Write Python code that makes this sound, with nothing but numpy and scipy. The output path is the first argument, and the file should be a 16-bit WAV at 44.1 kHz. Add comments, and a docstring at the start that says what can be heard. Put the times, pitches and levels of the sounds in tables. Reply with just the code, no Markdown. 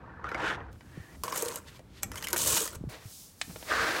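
"""Outdoors at a brick wall, one mono microphone close to the bricklayer's hands. A steel trowel knocks on the
bricks and cuts off wet mortar in three gritty strokes: sand cracks, the mortar squelches, the blade rings
faintly. After the first stroke a brick rubs into its bed. Last, a hand brush knocks on the wall and its
bristles sweep the joints. Soft bumps, hiss and a light rumble of air on the microphone lie underneath."""
import sys
import numpy as np
from scipy import signal
from scipy.fft import rfft, irfft, next_fast_len
from scipy.io import wavfile

SR = 44100
rng = np.random.default_rng(int(sys.argv[2]) if len(sys.argv) > 2 else 0)


def transcribe(signal):
    """Save signal, clipped to [-1, 1], as a 16-bit WAV file at the path in sys.argv[1]."""
    frames = np.atleast_2d(signal).T
    limited = np.clip(frames, -1, 1)
    pcm = np.round(limited * 32767).astype(np.int16)
    wavfile.write(sys.argv[1], SR, pcm)


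N = 176400
T = np.arange(N) / SR


def from_db(db):
    """Decibels to gain."""
    return 10 ** (np.asarray(db) / 20)


def rms_one(x):
    """Scale to rms 1."""
    return x / np.sqrt(np.mean(x ** 2) + 1e-20)


def curves(rows):
    """One curve a column; -120 outside the rows' span, unless that ends within 0.1 s of the scene's edge."""
    times, *columns = np.transpose(rows)
    before = -120 if times[0] > .1 else None
    after = -120 if times[-1] < T[-1] - .1 else None
    return [np.interp(T, times, column, left=before, right=after) for column in columns]


def add(out, start, x):
    """Mix x in at a start in seconds."""
    i = int(start * SR)
    out[i:i + len(x)] += x[:N - i]


def drift(per_s):
    """Smooth random wander of spread 1."""
    knots = rng.standard_normal(4000)
    return rms_one(np.interp(T * per_s, np.arange(len(knots)), knots))


def colour(x, points):
    """Causal filter through (Hz, dB) points, falling steeply past both ends."""
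    n = 2 * next_fast_len(len(x) // 2 + 2048)
    hz, db = np.transpose(points)
    octave = np.log2(np.maximum(np.arange(n // 2 + 1) * SR / n, 1))
    marks = np.log2(hz)
    outside = np.abs(octave - np.clip(octave, marks[0], marks[-1]))
    gain = from_db(np.interp(octave, marks, db) - np.minimum(40 * outside, 70))
    cepstrum = irfft(np.log(gain))
    cepstrum[1:n // 2] *= 2  # folded for minimum phase
    cepstrum[n // 2 + 1:] = 0
    return irfft(rfft(x, n) * np.exp(rfft(cepstrum)))[:len(x)]


def noise(db, points):
    """Smooth coloured noise at a level."""
    return from_db(db) * rms_one(colour(rng.standard_normal(N), points))


def grains(per_s, spread_db):
    """Random clicks at steady power, their sizes spread by spread_db."""
    chance = np.clip(per_s / SR, 1e-3, 1)
    sizes = from_db(spread_db * np.minimum(rng.exponential(1, N), 4)) * rng.choice([-1, 1], N)
    return rms_one(sizes * (rng.random(N) < chance) / np.sqrt(chance))


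def pinged(clicks, low_hz, high_hz, t60):
    """Turn every click into a short ring at a random pitch."""
    at = np.flatnonzero(clicks)
    t = T[:int(t60 * SR * .6)]
    hz = rng.uniform(low_hz, high_hz, N)[at, None]
    rings = clicks[at, None] * np.sin(2 * np.pi * hz * t) * from_db(-60 * t / t60)
    samples = at[:, None] + np.arange(len(t))
    return rms_one(np.bincount(samples.ravel(), rings.ravel(), N)[:N])


def burst(t60, crack_db):
    """A sharp crack and a dying crumble."""
    t = T[:SR // 8]
    contact = rng.standard_normal(len(t)) * from_db(-60 * t / t60)
    contact /= np.linalg.norm(contact)
    contact[0] += from_db(crack_db)
    return contact


def at_level(x, db):
    """Give a blow the energy of 10 ms at this level."""
    return x / np.linalg.norm(x) * from_db(db) * np.sqrt(SR / 100)


def thuds(rows, rise_s, sag):
    """Damped notes that sink in pitch by the fraction sag as they die."""
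    out, t = np.zeros(N), T[:SR // 4]
    for start, hz, db, t60 in rows:
        phase = 2 * np.pi * np.cumsum(hz * (1 - sag * np.minimum(t / t60, 1))) / SR
        envelope = from_db(db - 60 * t / t60) * (1 - np.exp(-t / rise_s))
        add(out, start, envelope * np.sin(phase))
    return out


# Hiss behind the work and air on the microphone. Each row: time in seconds, level in dB.
HISS = [(0, -87), (.705, -87), (.72, -72), (1.2, -63), (1.7, -67.5), (1.83, -74), (2.0, -77), (2.75, -73),
        (2.8, -74), (2.888, -73), (2.896, -52), (2.99, -63), (3.13, -49), (3.24, -51), (3.36, -63),
        (3.43, -53), (4, -45.5)]
RUMBLE = [(0, -52.5), (.55, -45.5), (.76, -47.5), (.79, -58), (.84, -51.5), (1.06, -56.5), (1.18, -48),
          (1.3, -56.5), (2.0, -51.5), (2.07, -42), (2.2, -51), (2.5, -44), (2.65, -57), (2.85, -47.5),
          (3.0, -60), (3.4, -59.5), (3.55, -47.5), (3.66, -58.5), (3.8, -45), (4, -58.5)]
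# Their spectra and that of the site. Each row: frequency in Hz, gain in dB.
HISS_COLOUR = [(1500, -26), (2300, -14), (3500, -4.5), (5500, 0), (9000, -1.5), (15800, -5.5)]
RUMBLE_COLOUR = [(20, -25), (40, -8.5), (62, 1.5), (110, -3), (180, -6), (300, -11), (600, -24.5),
                 (1500, -33.5)]
SITE_COLOUR = [(100, 2), (300, 4), (800, 3.5), (1800, -2), (4000, -8.5), (12000, -33)]
def air():
    """Air rumbles unevenly on the microphone, with a shifting hiss and the steady noise of the site."""
    hiss = noise(curves(HISS)[0], HISS_COLOUR)
    rumble = noise(curves(RUMBLE)[0], RUMBLE_COLOUR)
    return hiss + rumble + noise(db=-66.5, points=SITE_COLOUR)


# How the grains ring, squelch first, then sand.
# Each row: lowest and highest pitch in Hz, t60 in seconds, share of plain click in dB.
GRAIN_RINGS = [(126, 3000, 0.037, 2), (2090, 16000, 0.0056, -0.5)]
GRAINS_PER_S, REFERENCE_DB = 4500, -35  # grain rate at this level
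def scrape(strokes, colours, spread_db, chatter_db):
    """Sand cracks under the edge while wet mortar squelches; pressure makes the grains denser."""
    out = np.zeros(N)
    chatter = from_db(chatter_db * drift(per_s=160))
    levels = np.max([curves(rows) for rows in strokes], axis=0)
    for db, points, (low, high, t60, click_db) in zip(levels, colours, GRAIN_RINGS):
        per_s = GRAINS_PER_S * from_db(.7 * (np.maximum(db, -55) - REFERENCE_DB))
        clicks = rms_one(grains(per_s, spread_db) * chatter)
        grit = pinged(clicks, low, high, t60) + from_db(click_db) * clicks
        out += from_db(db) * rms_one(colour(grit, points))
    return out


# The first stroke, close up. Each row: time in seconds, squelch level in dB, sand level in dB.
THICK_STROKE = [(0, -52.5, -94), (.228, -50, -86), (.25, -46.5, -54), (.335, -46.5, -49), (.40, -36, -41),
                (.46, -33, -33), (.505, -37.5, -34), (.53, -35, -41), (.555, -49, -43.5),
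                (.575, -41.5, -67), (.65, -51.5, -68), (.71, -56.5, -76), (.76, -90, -63)]
# Spectra of its squelch and sand. Each row: frequency in Hz, gain in dB.
THICK_SQUELCH = [(150, -6), (280, -3), (420, 3), (600, 0), (920, 5), (1300, 0.5), (1700, 2.5),
                 (2100, -11.5), (2600, -16.5)]
THICK_SAND = [(1410, 13.5), (2400, -3), (3630, -6), (4170, -12), (6760, -17.5), (12400, -31.5),
              (15000, -42)]
def thick_stroke():
    """The trowel cuts dully through thick mortar."""
    return scrape([THICK_STROKE], (THICK_SQUELCH, THICK_SAND), spread_db=2, chatter_db=0)


# Modes of the steel blade. Each row: frequency in Hz, gain in dB, t60 in seconds.
BLADE_MODES = [(2439, 0, .07), (2940, 2, .04), (6169, 2, .09), (6481, 4, .08), (6531, 3, .08),
               (6670, 2, .07), (7595, 3, .08), (7806, 0, .08), (9080, -3, .05), (11779, 2, .09)]
def blade(contact):
    """The steel rings with whatever its edge meets; returns the contact with its ringing."""
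    ringing = np.zeros(N)
    for hz, db, t60 in BLADE_MODES:
        radius = from_db(-60 / (t60 * SR))
        zeros = (1 - radius ** 2) / 2 * np.array([1, 0, -1])  # gain 1 at the peak
        poles = [1, -2 * radius * np.cos(2 * np.pi * hz / SR), radius ** 2]
        ringing += from_db(db) * signal.lfilter(zeros, poles, contact + 1e-18)
    return contact + from_db(-5.5) * ringing


def chips(low_hz, high_hz, count, t60):
    """Flakes of grit ring at random pitches after a contact, with unit energy in all."""
    t = T[:SR // 8]
    hz, phase = rng.uniform(low_hz, high_hz, (count, 1)), rng.random((count, 1))
    rings = np.sin(2 * np.pi * (hz * t + phase)).sum(axis=0) * from_db(-60 * t / t60)
    return rings / np.linalg.norm(rings)


# Four bands of a tap (body, knock, crack, tick): their edges in Hz, then their t60 in seconds.
BAND_EDGES_HZ = [300, 800, 2400, 6000, 14000]
BAND_T60_S = [0.06, 0.016, 0.024, 0.012]
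# Close trowel knocks and one click. Each row: start in seconds, then body, knock, crack and tick in dB.
TAPS = [(0.242, -44.5, -43.5, -59.5, -76), (0.268, -62, -44, -64, -82), (0.29, -66, -39.5, -55, -63),
        (0.316, -38, -39, -54, -69), (0.346, -37, -34, -49, -63), (0.605, -47, -48, -77, -90),
        (.729, -68, -69, -66.5, -65), (0.808, -65, -54.5, -62.5, -75), (1.236, -43, -48.5, -40.5, -37.5),
        (1.28, -54, -44, -44.5, -52), (1.324, -57, -41, -42.5, -47), (1.4236, -37.5, -50, -62, -32.5),
        (1.458, -43, -63, -45.5, -42), (1.5583, -48, -53, -46, -37), (1.793, -50.5, -60, -64.5, -76),
        (2.032, -43, -38, -41.5, -29.5), (2.117, -53, -43.5, -48, -48), (2.157, -63, -42.5, -48, -46),
        (2.225, -69, -42.5, -42, -46), (2.271, -64, -40.5, -39, -41.5), (2.285, -66, -46.5, -43, -38.5),
        (2.330, -41, -38.5, -34.5, -27.5), (2.362, -46, -35.5, -46, -49), (2.677, -57, -43.5, -43, -42)]
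def taps():
    """Trowel knocks on brick, plus one faint, thin click at 0.73 s; each has its own balance of bands."""
    out = np.zeros(N)
    for k, (low, high, t60) in enumerate(zip(BAND_EDGES_HZ, BAND_EDGES_HZ[1:], BAND_T60_S)):
        band = signal.butter(3, [low, high], "band", fs=SR, output="sos")
        for start, *levels in TAPS:
            tap = burst(t60, crack_db=-2) + from_db(-7.5) * chips(low, high, count=4, t60=.065)
            add(out, start, at_level(signal.sosfilt(band, tap), levels[k]))
    return out


# Short rings of the struck brick and, on the light contacts from 2.17 to 2.27 s, of the blade tip.
# Each row: start in seconds, pitch in Hz, level in dB, t60 in seconds.
CONTACT_RINGS = [(.243, 1244, -28, 0.072), (0.269, 1380, -32.5, 0.1), (0.317, 1380, -29.5, 0.073),
                 (.348, 2100, -30.5, 0.059), (1.236, 1038, -26.5, 0.058), (1.28, 1030, -27, 0.045),
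                 (1.326, 1046, -25, 0.051), (2.174, 3040, -38, 0.065), (2.242, 2915, -30.5, 0.042),
                 (2.27, 2080, -32.5, .06), (2.331, 947, -29, 0.072), (2.334, 1503, -25.5, 0.045),
                 (2.567, 913, -29, 0.07)]
def contact_rings():
    """As the trowel meets the joint, brick or blade tip rings in a close pair of quickly dying modes."""
    upper_modes = [(start, hz * 1.074, db - 3, t60) for start, hz, db, t60 in CONTACT_RINGS]
    return thuds(list(CONTACT_RINGS) + upper_modes, rise_s=.0007, sag=.011)


# Suction in the mortar. Each row: start in seconds, pitch in Hz, level in dB, t60 in seconds.
SUCKS = [(.441, 413, -26, 0.035), (.972, 380, -27.5, 0.017), (1.427, 478, -20.5, 0.038),
         (1.457, 488, -29.5, 0.1), (1.495, 474, -38.5, 0.1), (2.333, 366, -24.5, 0.079),
         (2.61, 452, -26, 0.053)]
def sucks():
    """The wet joint sucks open with a hollow note."""
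    return thuds(SUCKS, rise_s=.0022, sag=.087)


# Bumps under the work. Each row: start in seconds, pitch in Hz, level in dB, t60 in seconds.
BUMPS = [(.62, 86, -40, 0.095), (.725, 133, -35.5, 0.057), (.976, 167, -25.5, 0.043),
         (1.0, 109, -31, 0.054), (2.045, 102, -37, 0.17), (2.53, 122, -27.5, 0.053),
         (2.765, 95, -29.5, 0.068), (2.81, 156, -23, 0.032), (2.839, 296, -10.5, 0.0087),
         (2.848, 80, -31, 0.11), (2.872, 145, -23, 0.063), (3.055, 115, -32, 0.094),
         (3.48, 264, -31, 0.021), (3.495, 185, -32, 0.072)]
def bumps():
    """Soft low bumps that drop steeply in pitch."""
    return thuds(BUMPS, rise_s=.0022, sag=.55)


# The sliding brick. Each row: time in seconds, level in dB, lowest resonance in Hz.
BEDDING = [(.82, -67, 1610), (.91, -59, 1670), (.965, -53.5, 1806), (1.11, -57, 1835), (1.16, -55, 1895)]
# Its resonances. Each row: multiple of the lowest, gain in dB.
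BEDDING_MODES = [(1, -1.5), (1.26, -16), (1.669, -17)]
# The broad noise of its rubbing. Each row: frequency in Hz, gain in dB.
BEDDING_COLOUR = [(250, 5), (500, -5.5), (1000, -3), (2000, -8), (9000, -23)]
def bedding(width_hz=380):
    """The brick slides into its bed; its resonances climb as it is pressed home."""
    db, hz = curves(BEDDING)
    phase = 2 * np.pi * np.cumsum(hz) / SR
    resonances = np.zeros(N)
    for ratio, mode_db in BEDDING_MODES:
        narrow_noise = drift(width_hz) * np.sin(ratio * phase) + drift(width_hz) * np.cos(ratio * phase)
        resonances += from_db(mode_db) * narrow_noise
    return (from_db(db) * resonances + noise(db, BEDDING_COLOUR)) / np.sqrt(2)


# The later strokes, one list a drag; the last two drags join into one stroke.
# Each row: time in seconds, squelch level in dB, sand level in dB.
EDGE_STROKES = [
    [(1.236, -41.5, -44.5), (1.315, -43.5, -49), (1.345, -39, -41.5), (1.405, -41, -38.5),
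     (1.45, -42.5, -43.5), (1.53, -43, -45.5), (1.585, -49, -47), (1.61, -60.5, -70), (1.8, -61, -68)],
    [(2.02, -50, -52), (2.06, -63, -64), (2.105, -76, -72), (2.14, -51, -55), (2.18, -49.5, -46.5),
     (2.25, -48.5, -52.5), (2.322, -52, -55.5), (2.335, -39, -42), (2.358, -42, -47)],
    [(2.362, -36, -34), (2.38, -42, -32), (2.44, -41, -30), (2.475, -37.5, -29), (2.51, -38, -28),
     (2.575, -38.5, -30), (2.595, -39, -30.5), (2.665, -43, -37), (2.71, -55.5, -53.5), (2.755, -46, -45.5),
     (2.79, -82, -83)],
]
# Spectra of their squelch and sand. Each row: frequency in Hz, gain in dB.
EDGE_SQUELCH = [(150, -7.5), (260, -8.5), (350, 0.5), (470, -1), (600, 2.5), (730, -14.5), (950, -0.5),
                (1300, -3), (1600, -5), (2000, -13.5), (2600, -12.5)]
EDGE_SAND = [(2400, -11), (3200, -4.5), (4800, -4.5), (6600, -0.5), (8300, 1.5), (10500, -5), (12700, -5.5),
             (15800, -6.5)]
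def edge_strokes():
    """The trowel's edge drags along the brick face, bright and chattering."""
    return scrape(EDGE_STROKES, (EDGE_SQUELCH, EDGE_SAND), spread_db=3, chatter_db=1.5)


# Lumps of grit. Each row: start and length in seconds, then knock, crack and tick levels in dB.
CRUNCHES = [(1.358, 0.011, -37.5, -47, -37.5), (1.373, .014, -46, -45, -32),
            (1.4828, 0.0097, -50, -42, -38.5), (2.172, 0.025, -44, -59, -45.5),
            (2.239, 0.018, -45, -44, -39), (2.302, 0.017, -49, -48, -42), (2.376, 0.011, -55, -56, -31.5),
            (2.472, 0.013, -40, -37, -26.5), (2.564, 0.026, -37, -30.5, -28.5)]
def crunches(cracks_per_s=8300):
    """A lump of grit is crushed under the edge: a quick swell of tiny cracks."""
    out, t = np.zeros(N), T[:SR // 20]
    for k, (low, high) in enumerate(zip(BAND_EDGES_HZ[1:], BAND_EDGES_HZ[2:])):
        band = signal.butter(2, [low, high], "band", fs=SR, output="sos")
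        for start, length, *levels in CRUNCHES:
            cracks = rng.standard_normal(len(t)) * (rng.random(len(t)) < cracks_per_s / SR)
            swell = np.sin(np.pi * np.sqrt(np.minimum(t / length, 1)))
            add(out, start, at_level(signal.sosfilt(band, cracks * swell), levels[k]))
    return out


# The flat of the blade, faint even this close. Each row: time in seconds, level in dB.
RUB = [(1.65, -70), (1.684, -48), (1.71, -61.5), (1.77, -55.5), (1.82, -92), (1.92, -67), (1.985, -53.5),
       (2.02, -65)]
# Its spectrum. Each row: frequency in Hz, gain in dB.
RUB_COLOUR = [(1000, -1.5), (3500, 1.5), (6500, -6.5), (14000, -17)]
def blade_rub():
    """The flat of the blade rubs softly between strokes."""
    return noise(curves(RUB)[0], RUB_COLOUR)


# Bristles on the brick, one list a sweep, and their tips rasping in the joints.
# Each row: time in seconds, level in dB.
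SWEEPS = [
    [(2.89, -50), (2.94, -46.5), (2.98, -53.5), (3.04, -55), (3.12, -66)],
    [(3.47, -77), (3.5, -49.5), (3.55, -64), (3.6, -57.5), (3.66, -52), (3.69, -36), (3.718, -34),
     (3.74, -32.5), (3.81, -33), (3.89, -32), (3.94, -35), (4, -33.5)],
]
RASP = [(3.67, -71), (3.70, -41), (3.72, -24.5), (3.742, -33), (3.80, -29.5), (3.86, -34), (4, -38.5)]
# Their spectra. Each row: frequency in Hz, gain in dB.
SWEEP_COLOUR = [(150, -13), (280, -4.5), (450, 2), (700, -1), (1000, -3.5), (1600, -4), (2200, -4),
                (3000, -8.5), (4400, -9), (8000, -20), (15800, -46)]
RASP_COLOUR = [(900, -13.5), (1200, 4.5), (1400, 3), (1600, 5.5), (1900, 0)]
def bristles(flicks_per_s=7000):
    """Thousands of bristles flick over the brick and rasp in the joints."""
    sweep_db = np.max([curves(rows)[0] for rows in SWEEPS], axis=0)
    flicks = grains(flicks_per_s, spread_db=0) * from_db(drift(per_s=90))
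    sweep = from_db(sweep_db) * rms_one(colour(flicks, SWEEP_COLOUR))
    tips = grains(flicks_per_s, spread_db=0)
    rasp = from_db(curves(RASP)[0]) * rms_one(colour(tips, RASP_COLOUR))
    return sweep + rasp


# Wood on brick, close up. Each row: start in seconds, level in dB, brightness in dB per octave.
BRUSH_KNOCKS = [(3.4143, -29.5, 3), (3.56, -42, -4), (3.627, -44, -6)]
# The spectrum of a knock before that tilt. Each row: frequency in Hz, gain in dB.
BRUSH_KNOCK_COLOUR = [(200, -15), (600, 0), (1200, -5), (2100, -1.5), (4000, 0.5), (5500, -12.5),
                      (8000, -13), (15000, -44)]
def brush_knocks():
    """The wooden back of the brush knocks on the wall."""
    out = np.zeros(N)
    for start, db, tilt in BRUSH_KNOCKS:
        points = [(hz, gain_db + tilt * np.log2(hz)) for hz, gain_db in BRUSH_KNOCK_COLOUR]
        knock = colour(burst(t60=.034, crack_db=-4), points)
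        add(out, start, at_level(knock, db))
    return out


def wall_echo(x, db, delay_s, cutoff_hz):
    """One dull echo off the brickwork reaches the microphone just after the direct sound."""
    late = np.interp(T - delay_s, T, x, left=0)
    return from_db(db) * signal.sosfilt(signal.butter(1, cutoff_hz, fs=SR, output="sos"), late)


def reflections(x, db, t60):
    """Dull scatter from the surrounding masonry."""
    t = T[:SR // 3]
    scatter = signal.lfilter([1], [1, -.5], rng.standard_normal(len(t)))
    tail = scatter * from_db(-60 * t / t60) * (t > .001)
    return from_db(db) * signal.fftconvolve(x, tail / np.linalg.norm(tail))[:N]


def scene():
    """Trowel, mortar and brush close to the microphone, over the air of the site; both channels alike."""
    contact = thick_stroke() + edge_strokes() + taps() + crunches()
    trowel = blade(contact) + contact_rings() + blade_rub()
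    mortar = sucks() + bedding()
    brush = bristles() + brush_knocks()
    work = trowel + mortar + brush
    background = air() + bumps()
    echo = wall_echo(work, db=-14.5, delay_s=.00637, cutoff_hz=3600)
    mono = work + echo + reflections(work, db=-18.5, t60=.31) + background
    return np.array([mono, mono])


def record(dry):
    """The top is cut steeply above 16 kHz."""
    return signal.sosfilt(signal.ellip(10, .1, 80, 16000, fs=SR, output="sos"), dry)


dry = scene()
out = record(dry)
transcribe(out)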